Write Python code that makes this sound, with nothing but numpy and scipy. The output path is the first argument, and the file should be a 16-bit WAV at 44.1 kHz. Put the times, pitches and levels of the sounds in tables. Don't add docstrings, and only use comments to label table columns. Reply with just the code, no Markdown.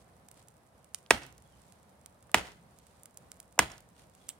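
import sys
import numpy as np
from scipy import signal
from scipy.fft import rfft, irfft
from scipy.io import wavfile
from scipy.ndimage import uniform_filter1d

SR = 44100
rng = np.random.default_rng(int(sys.argv[2]) if len(sys.argv) > 2 else 0)


def digitize_waveform(pressure):
    field = np.atleast_2d(pressure).T
    bounded = np.clip(field, -1, 1)
    quanta = np.round(bounded * 32767).astype(np.int16)
    wavfile.write(sys.argv[1], SR, quanta)


N = 193818

# (time [s], crack level [dB], knock delay [s], stick tuning [factor], mode with a node at the cut [Hz],
#         push level [dB], push pitch [Hz], push delay [s], free-end pitch [Hz], free-end level [dB],
#         hardness at 3 kHz [dB], splintering at 7 kHz [dB], fizz at 13 kHz [dB])
BLOWS = [(1.1060, -9.5, .0016, 0.99, 1400, -18.5, 394, 0.0032, 1013, -24.5, 3, 0, -3.5),
         (2.3429, -10, .0009, 1.02, 504, -25.5, 225, .0055, 1200, -25, 0.5, -7, 1),
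         (3.5897, -13, 0.001204, 1.02, 656.6, -31, 218.6, 0.0054, 1039, -24, -1, 5.5, 4.5)]
# (frequency before tuning [Hz], level [dB], 60 dB decay time [s])
STICK_MODES = [(430, -19, 0.048), (699.7, -5.5, 0.022), (939, -8.5, 0.025), (1192, -2.5, 0.015),
               (1463, -6.5, 0.018), (1640, -5.5, 0.033), (1990, -5, 0.022), (2576, 0, 0.0081),
               (3325, -4.5, 0.013), (5580, -8, .014), (6620, -13, 0.012), (7640, -12.5, 0.012)]
# (frequency [Hz], level [dB])
STUMP_SPECTRUM = [(25, -30), (36, -13), (48, -3), (68, 4), (95, -8), (120, -1), (175, -5), (250, -13.5),
                  (400, -22.5), (1000, -48.5), (4000, -82)]
# (frequency [Hz], level [dB])
CRACK_SPECTRUM = [(200, -21.5), (900, -7.5), (1900, 3.5), (3400, -3.5), (4300, -10.5), (5500, -7),
                  (7000, -7), (8400, -1.5), (10000, -11.5), (11500, -15), (13000, -16.5), (16000, -22)]
# (frequency [Hz], level [dB])
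SIDEWAYS_SPECTRUM = [(30, -22), (100, -9.5), (250, -3), (400, -2), (700, 1.5), (1100, -2), (1700, -2),
                     (2600, -2), (3500, -6), (4500, -9.5), (6000, -13), (9000, -12), (11500, -21.5),
                     (16000, -24.5)]
CUT_S, KNOCK_DB, THUD_DB, SIDEWAYS_DB = 0.0026, -8.5, -41.5, -13

# (time [s], peak level [dB], pitch [Hz])
LIGHT_TAPS = [(1.0626, -43, 3300), (1.2655, -37.5, 8750), (1.3257, -41, 7400), (1.3801, -42.5, 7700),
              (2.2943, -47, 1120), (2.519, -43, 5500), (3.5793, -34, 600), (3.78, -39, 6000),
              (3.8054, -42, 8550)]

# (time [s], level [dB], woody low part [dB], sharp top [dB])
RESIN_POPS = [(0.2863, -42.5, 1.5, 1), (0.3142, -42, 2, 5), (0.4843, -44, -1, -1), (.9461, -23, 0, -6.5),
              (1.723, -47, 5, -3), (2.0606, -37, 3, 0), (2.316, -42.5, 2, 0.5), (2.7875, -47, -2, 1),
              (3.034, -40.5, -12, 4), (3.0573, -38.5, 5, 2.5), (3.1731, -35, -6.5, 1.5),
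              (3.3172, -34.5, 2.5, -4), (3.4018, -35.5, -1, 1), (4.2859, -41, 2, 6),
              (4.2903, -24.5, -2, -3)]
# (frequency [Hz], level [dB])
SNAP_SPECTRUM = [(300, -36), (1000, -19.5), (2800, -11.5), (4200, -13), (6000, -7.5), (8000, -0.5),
                 (9000, 0.5), (9700, -4.5), (11000, -6), (13000, -11), (16000, -17)]
# (time [s], level [dB], time to the peak [s])
STEAM_JETS = [(4.293, -41.5, 0.0048)]
# (frequency [Hz], level [dB])
STEAM_SPECTRUM = [(1000, -19), (2200, -11), (3300, 0), (4500, -11.5), (6500, -16), (7800, 9), (9500, -9),
                  (15000, -13)]
# (frequency [Hz], level [dB])
EMBER_SPECTRUM = [(1000, -24), (4000, -12), (8500, 6), (11000, -2.5), (16000, -13.5)]
SECOND_SNAP_S, SECOND_SNAP_DB = 0.0011, -1
CRACKLE_PER_S, CRACKLE_DB, CRACKLE_SPREAD_DB = 4, -52.5, 4

# (time of the peak [s], level [dB], time to swell and to fade [s])
SLEEVE_MOVES = [(.01, -67, 0.021), (.385, -64.5, 0.029), (1.62, -72, 0.19), (2.88, -71.5, 0.17),
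                (4.0, -64.5, .045), (4.23, -66.5, 0.086)]
# (frequency [Hz], level [dB])
CLOTH_SPECTRUM = [(500, -15.5), (1800, -2.5), (3300, 0), (6000, -1.5), (9000, 1.5), (15000, -16.5)]
SLEEVE_REST_DB = -83

# (time [s], level before spreading [dB], starting pitch [Hz])
BIRD_CHIRPS = [(1.44, -70, 3580), (1.515, -69, 3300), (4.195, -66, 3600), (4.259, -68, 3480)]
CHIRP_GLIDE_HZ_PER_S = -18000

# (frequency [Hz], level [dB])
AIR_SPECTRUM = [(15, -63), (25, -37), (59, -3), (137, -4), (180, -4.5), (354, -14), (476, -10), (575, -9.5),
                (734, -10), (840, -12.5), (962, -13), (2840, -27.5), (6920, -32.5), (9070, -27.5),
                (16000, -39.5)]
AIR_DB = -62

# (delay of the peak [s], relative level [dB], fall [dB per s])
SCATTER_GROUPS = [(.007, 6, 801), (.032, -2.5, 300), (.125, -19, 169.5)]
# (frequency [Hz], level [dB])
ECHO_SPECTRUM = [(60, 6), (200, 3), (400, 0), (800, -1.5), (1700, 0), (3200, -2), (6000, -1.5), (9000, -1),
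                 (15000, -4)]
# (delay [s], level [dB], brightest pitch [Hz])
TRUNK_ECHOES = [(0.11, -33.5, 3220), (0.1256, -29, 5550)]

# (frequency [Hz], gain [dB])
DIRECT_LEFT_GAIN = [(100, -2), (1000, 2), (2200, -6), (4500, -4.5), (6500, -4.5), (8500, -11),
                    (14000, -4.5)]
# (frequency [Hz], phase [radians])
PORT_LEAD = [(100, 0.14), (1000, .15), (2600, .5), (4500, 1.3), (8000, 1.8), (10000, 1.64), (12000, 1.8),
             (16000, 0.68)]
# (frequency [Hz], correlation [-1 to 1])
FIELD_LIKENESS = [(60, .85), (130, 0.89), (290, 0.86), (640, .43), (1400, 0), (7000, 0.028)]
# (frequency [Hz], gain [dB])
DIFFUSE_LEFT_GAIN = [(100, -1), (1200, -1), (2400, -2), (4400, -1.5), (8200, -5), (15000, -2.5)]
EDGE_HZ = 16000


def chop(s, crack_db, knock_s, tuning, node_hz, push_db, push_hz, push_s, end_hz, end_db,
         hard_db, splinter_db, fizz_db):
    wood, sideways, ground = np.zeros(N), np.zeros(N), np.zeros((2, N))
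    t = np.arange(SR // 2) / SR
    impact_s = s + knock_s

    tearing = np.minimum(t / (0.5 * CUT_S), 1) * np.exp(-np.maximum(t - CUT_S, 0) / 0.0023)
    crack = colour(burst(tearing[:1024]), CRACK_SPECTRUM)
    add(wood, s, amp(crack_db) * lasting(crack, CUT_S))

    add(wood, impact_s, amp(KNOCK_DB) * ring(STICK_MODES, tuning, rise_s=0.00014))
    free_end = np.sin(2 * np.pi * end_hz * t) * np.exp(-t / 0.0055)
    add(wood, impact_s, amp(end_db) * free_end)

    pressing = np.exp(-((t - push_s) / 0.0027) ** 2)
    add(wood, impact_s, amp(push_db) * np.sin(2 * np.pi * push_hz * t) * pressing)

    wood = colour(wood, [(1400, 0), (3200, hard_db), (4400, hard_db), (6500, splinter_db),
                         (9500, splinter_db / 2), (12500, fizz_db)])
    wood = colour(wood, [(node_hz / 1.22, 0), (node_hz, -9), (node_hz * 1.22, 0)])

    click = colour(signal.unit_impulse(1024), SIDEWAYS_SPECTRUM)
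    click = colour(click, [(1400, 0), (3500, hard_db / 2), (7000, 0)])
    add(sideways, impact_s, amp(SIDEWAYS_DB) * lasting(click, 0.0011))

    rocking = np.exp(-((t - 0.031) / 0.025) ** 2) + 0.41 * np.exp(-t / 0.17)
    for channel in ground:
        thud = colour(burst(rocking), STUMP_SPECTRUM, size=8192)
        add(channel, impact_s, amp(THUD_DB) * lasting(thud, 0.03))

    direct = ports(wood, side=1)
    scattered = clearing(sideways + amp(-22) * wood)
    return direct + scattered + trunks(wood) + diffuse(ground)


def light_taps():
    taps, t = np.zeros(N), np.arange(1024) / SR
    for s, db, hz in LIGHT_TAPS:
        spectrum = [(hz / 4, -20), (hz, 0), (hz * 2, -12), (hz * 8, -45)]
        tap = colour(burst(np.exp(-t / 0.0016)), spectrum)
        add(taps, s, amp(db) * tap / abs(tap).max())
    return ports(taps, side=1)


def grit():
    crumbs, t = np.zeros(N), np.arange(SR // 3) / SR
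    for s, *_ in BLOWS:
        hits = rng.random(len(t)) < 110 / SR
        sizes = rng.standard_normal(len(t)) * hits
        add(crumbs, s + 0.015, amp(-24.5) * sizes * np.exp(-t / 0.064))
    spectrum = [(800, -19.5), (3000, -3), (5500, -1.5), (9000, -4.5), (16000, -15)]
    return ports(colour(crumbs, spectrum), side=0.5)


def fire():
    sound, t = np.zeros(N), np.arange(SR // 10) / SR
    for s, *snap in RESIN_POPS:
        add(sound, s, pop(*snap))
    for s, db, peak_s in STEAM_JETS:
        hiss = colour(burst(t * np.exp(-t / peak_s)), STEAM_SPECTRUM)
        add(sound, s, amp(db) * lasting(hiss, 2 * peak_s))

    crackle = amp(CRACKLE_SPREAD_DB * rng.uniform(-1, 1, N)) * (rng.random(N) < CRACKLE_PER_S / SR)
    sound += signal.fftconvolve(crackle, pop(CRACKLE_DB, woody_db=2.5, top_db=-0.5))[:N]

    sizes = amp(3 * np.minimum(rng.exponential(1, N), 3)) * rng.choice([-1, 1], N)
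    ticks = sizes * (rng.random(N) < 50 / SR)
    sound += amp(-45) * colour(ticks, EMBER_SPECTRUM)

    scattered = clearing(colour(sound, [(2500, 0.5), (8000, -6), (13000, -2)]))
    return ports(sound, side=-1.1) + amp(-13) * scattered


def pop(db, woody_db, top_db):
    t = np.arange(512) / SR
    snap = burst(np.exp(-t / 0.00013))
    add(snap, SECOND_SNAP_S, amp(SECOND_SNAP_DB) * burst(np.exp(-t / 0.00069)))
    snap = colour(snap, SNAP_SPECTRUM)
    snap = colour(snap, [(3000, woody_db), (7000, 0), (9000, 0), (12000, top_db)])
    return amp(db) * lasting(snap, 0.001)


def sleeve():
    t = np.arange(N) / SR
    level = amp(SLEEVE_REST_DB)
    for s, db, swell_s in SLEEVE_MOVES:
        level = level + amp(db) * np.exp(-((t - s) / swell_s) ** 2)
    noise = rng.standard_normal((2, N))
    graininess = unit(uniform_filter1d(rng.standard_normal(N), size=90))
    grains = noise * amp(4 * graininess)
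    return level * diffuse(np.array([unit(colour(side, CLOTH_SPECTRUM)) for side in grains]))


def bird():
    song, t = np.zeros(N), np.arange(SR // 40) / SR
    for s, db, hz in BIRD_CHIRPS:
        phase = 2 * np.pi * (hz + CHIRP_GLIDE_HZ_PER_S * t / 2) * t
        add(song, s, amp(db) * np.hanning(len(t)) * np.sin(phase))
    return 0.5 * ports(song, side=0) + amp(4.5) * clearing(song)


def air():
    hz = np.fft.rfftfreq(N, 1 / SR)
    noise = rfft(rng.standard_normal((2, N)), axis=1)
    wash = irfft(noise * amp(read(AIR_SPECTRUM, hz)), N, axis=1)
    swell_db = unit(uniform_filter1d(rng.standard_normal(N), size=5000, mode="wrap"))
    return amp(AIR_DB + swell_db) * unit(diffuse(wash))


def clearing(x):
    t = np.arange(SR // 2) / SR
    level = np.sqrt(sum(scatter(t, *row) ** 2 for row in SCATTER_GROUPS))
    taps = rng.standard_normal((2, len(t))) * (rng.random((2, len(t))) < 6000 / SR) * level
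    echoes = []
    for side in taps:
        response = colour(side / np.linalg.norm(side), ECHO_SPECTRUM)
        echoes.append(signal.fftconvolve(x, response)[:N])
    return diffuse(np.array(echoes))


def scatter(t, peak_s, db, fall_db_per_s):
    return np.minimum(t / peak_s, 1) ** 2 * amp(db - fall_db_per_s * np.maximum(t - peak_s, 0))


def trunks(x):
    echo, t = np.zeros(SR // 4), np.arange(1024) / SR
    for delay_s, db, hz in TRUNK_ECHOES:
        bark = colour(burst(np.exp(-t / 0.0015)), [(hz / 3, -18), (hz, 0), (hz * 2, -10)])
        add(echo, delay_s, amp(db) * bark)
    return ports(signal.fftconvolve(x, echo)[:N], side=0.5)


def ports(x, side):
    hz = np.fft.rfftfreq(N, 1 / SR)
    lead = np.exp(1j * side * read(PORT_LEAD, hz))
    left = irfft(rfft(x) * amp(read(DIRECT_LEFT_GAIN, hz)) * lead, N)
    return np.array([left, x])


def diffuse(pair):
    hz = np.fft.rfftfreq(N, 1 / SR)
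    a, b = rfft(pair, axis=1)
    same = np.clip(read(FIELD_LIKENESS, hz), -1, 1)
    left = (same * a + np.sqrt(1 - same ** 2) * b) * amp(read(DIFFUSE_LEFT_GAIN, hz))
    return irfft(np.array([left, a]), N, axis=1)


def ring(modes, tuning, rise_s):
    t = np.arange(SR // 2) / SR
    tone = np.zeros(len(t))
    for k, (hz, db, t60) in enumerate(modes):
        tone += (-1) ** k * amp(db - 60 * t / t60) * np.sin(2 * np.pi * hz * tuning * t)
    return tone * (1 - np.exp(-t / rise_s))


def burst(envelope):
    z = rfft(rng.standard_normal(len(envelope)) * envelope)
    flat = irfft(z / (abs(z) + 1e-12), len(envelope))
    x = flat * (envelope / envelope.max()) ** (1 / 4)
    return x / np.linalg.norm(x)


def colour(x, points, size=2048):
    log_gain = np.log(amp(read(points, abs(np.fft.fftfreq(size, 1 / SR)))))
    taps = np.fft.ifft(np.exp(np.conj(signal.hilbert(log_gain)))).real[:size // 2]
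    return signal.fftconvolve(x, taps)[:len(x)]


def read(points, hz):
    f, value = np.transpose(points)
    return np.interp(np.log(hz + 1), np.log(f + 1), value)


def lasting(x, seconds):
    return x / np.linalg.norm(x) * np.sqrt(seconds * SR)


def unit(x):
    return x / np.sqrt(np.mean(x ** 2) + 1e-20)


def amp(db):
    return 10 ** (np.asarray(db) / 20)


def add(mix, s, sound):
    part = mix[max(round(s * SR), 0):][:len(sound)]
    part += sound[:len(part)]


def scene():
    blows = sum(chop(*row) for row in BLOWS)
    return blows + light_taps() + grit() + fire() + sleeve() + bird() + air()


def record(dry):
    rounded = dry / (1 + dry ** 6) ** (1 / 6)
    lean = signal.sosfilt(signal.butter(2, 34, "highpass", fs=SR, output="sos"), rounded)
    lowpass = signal.firwin(401, EDGE_HZ, window=("kaiser", 9), fs=SR)
    return signal.oaconvolve(lean, lowpass[None], "same")


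dry = scene()
out = record(dry)
digitize_waveform(out)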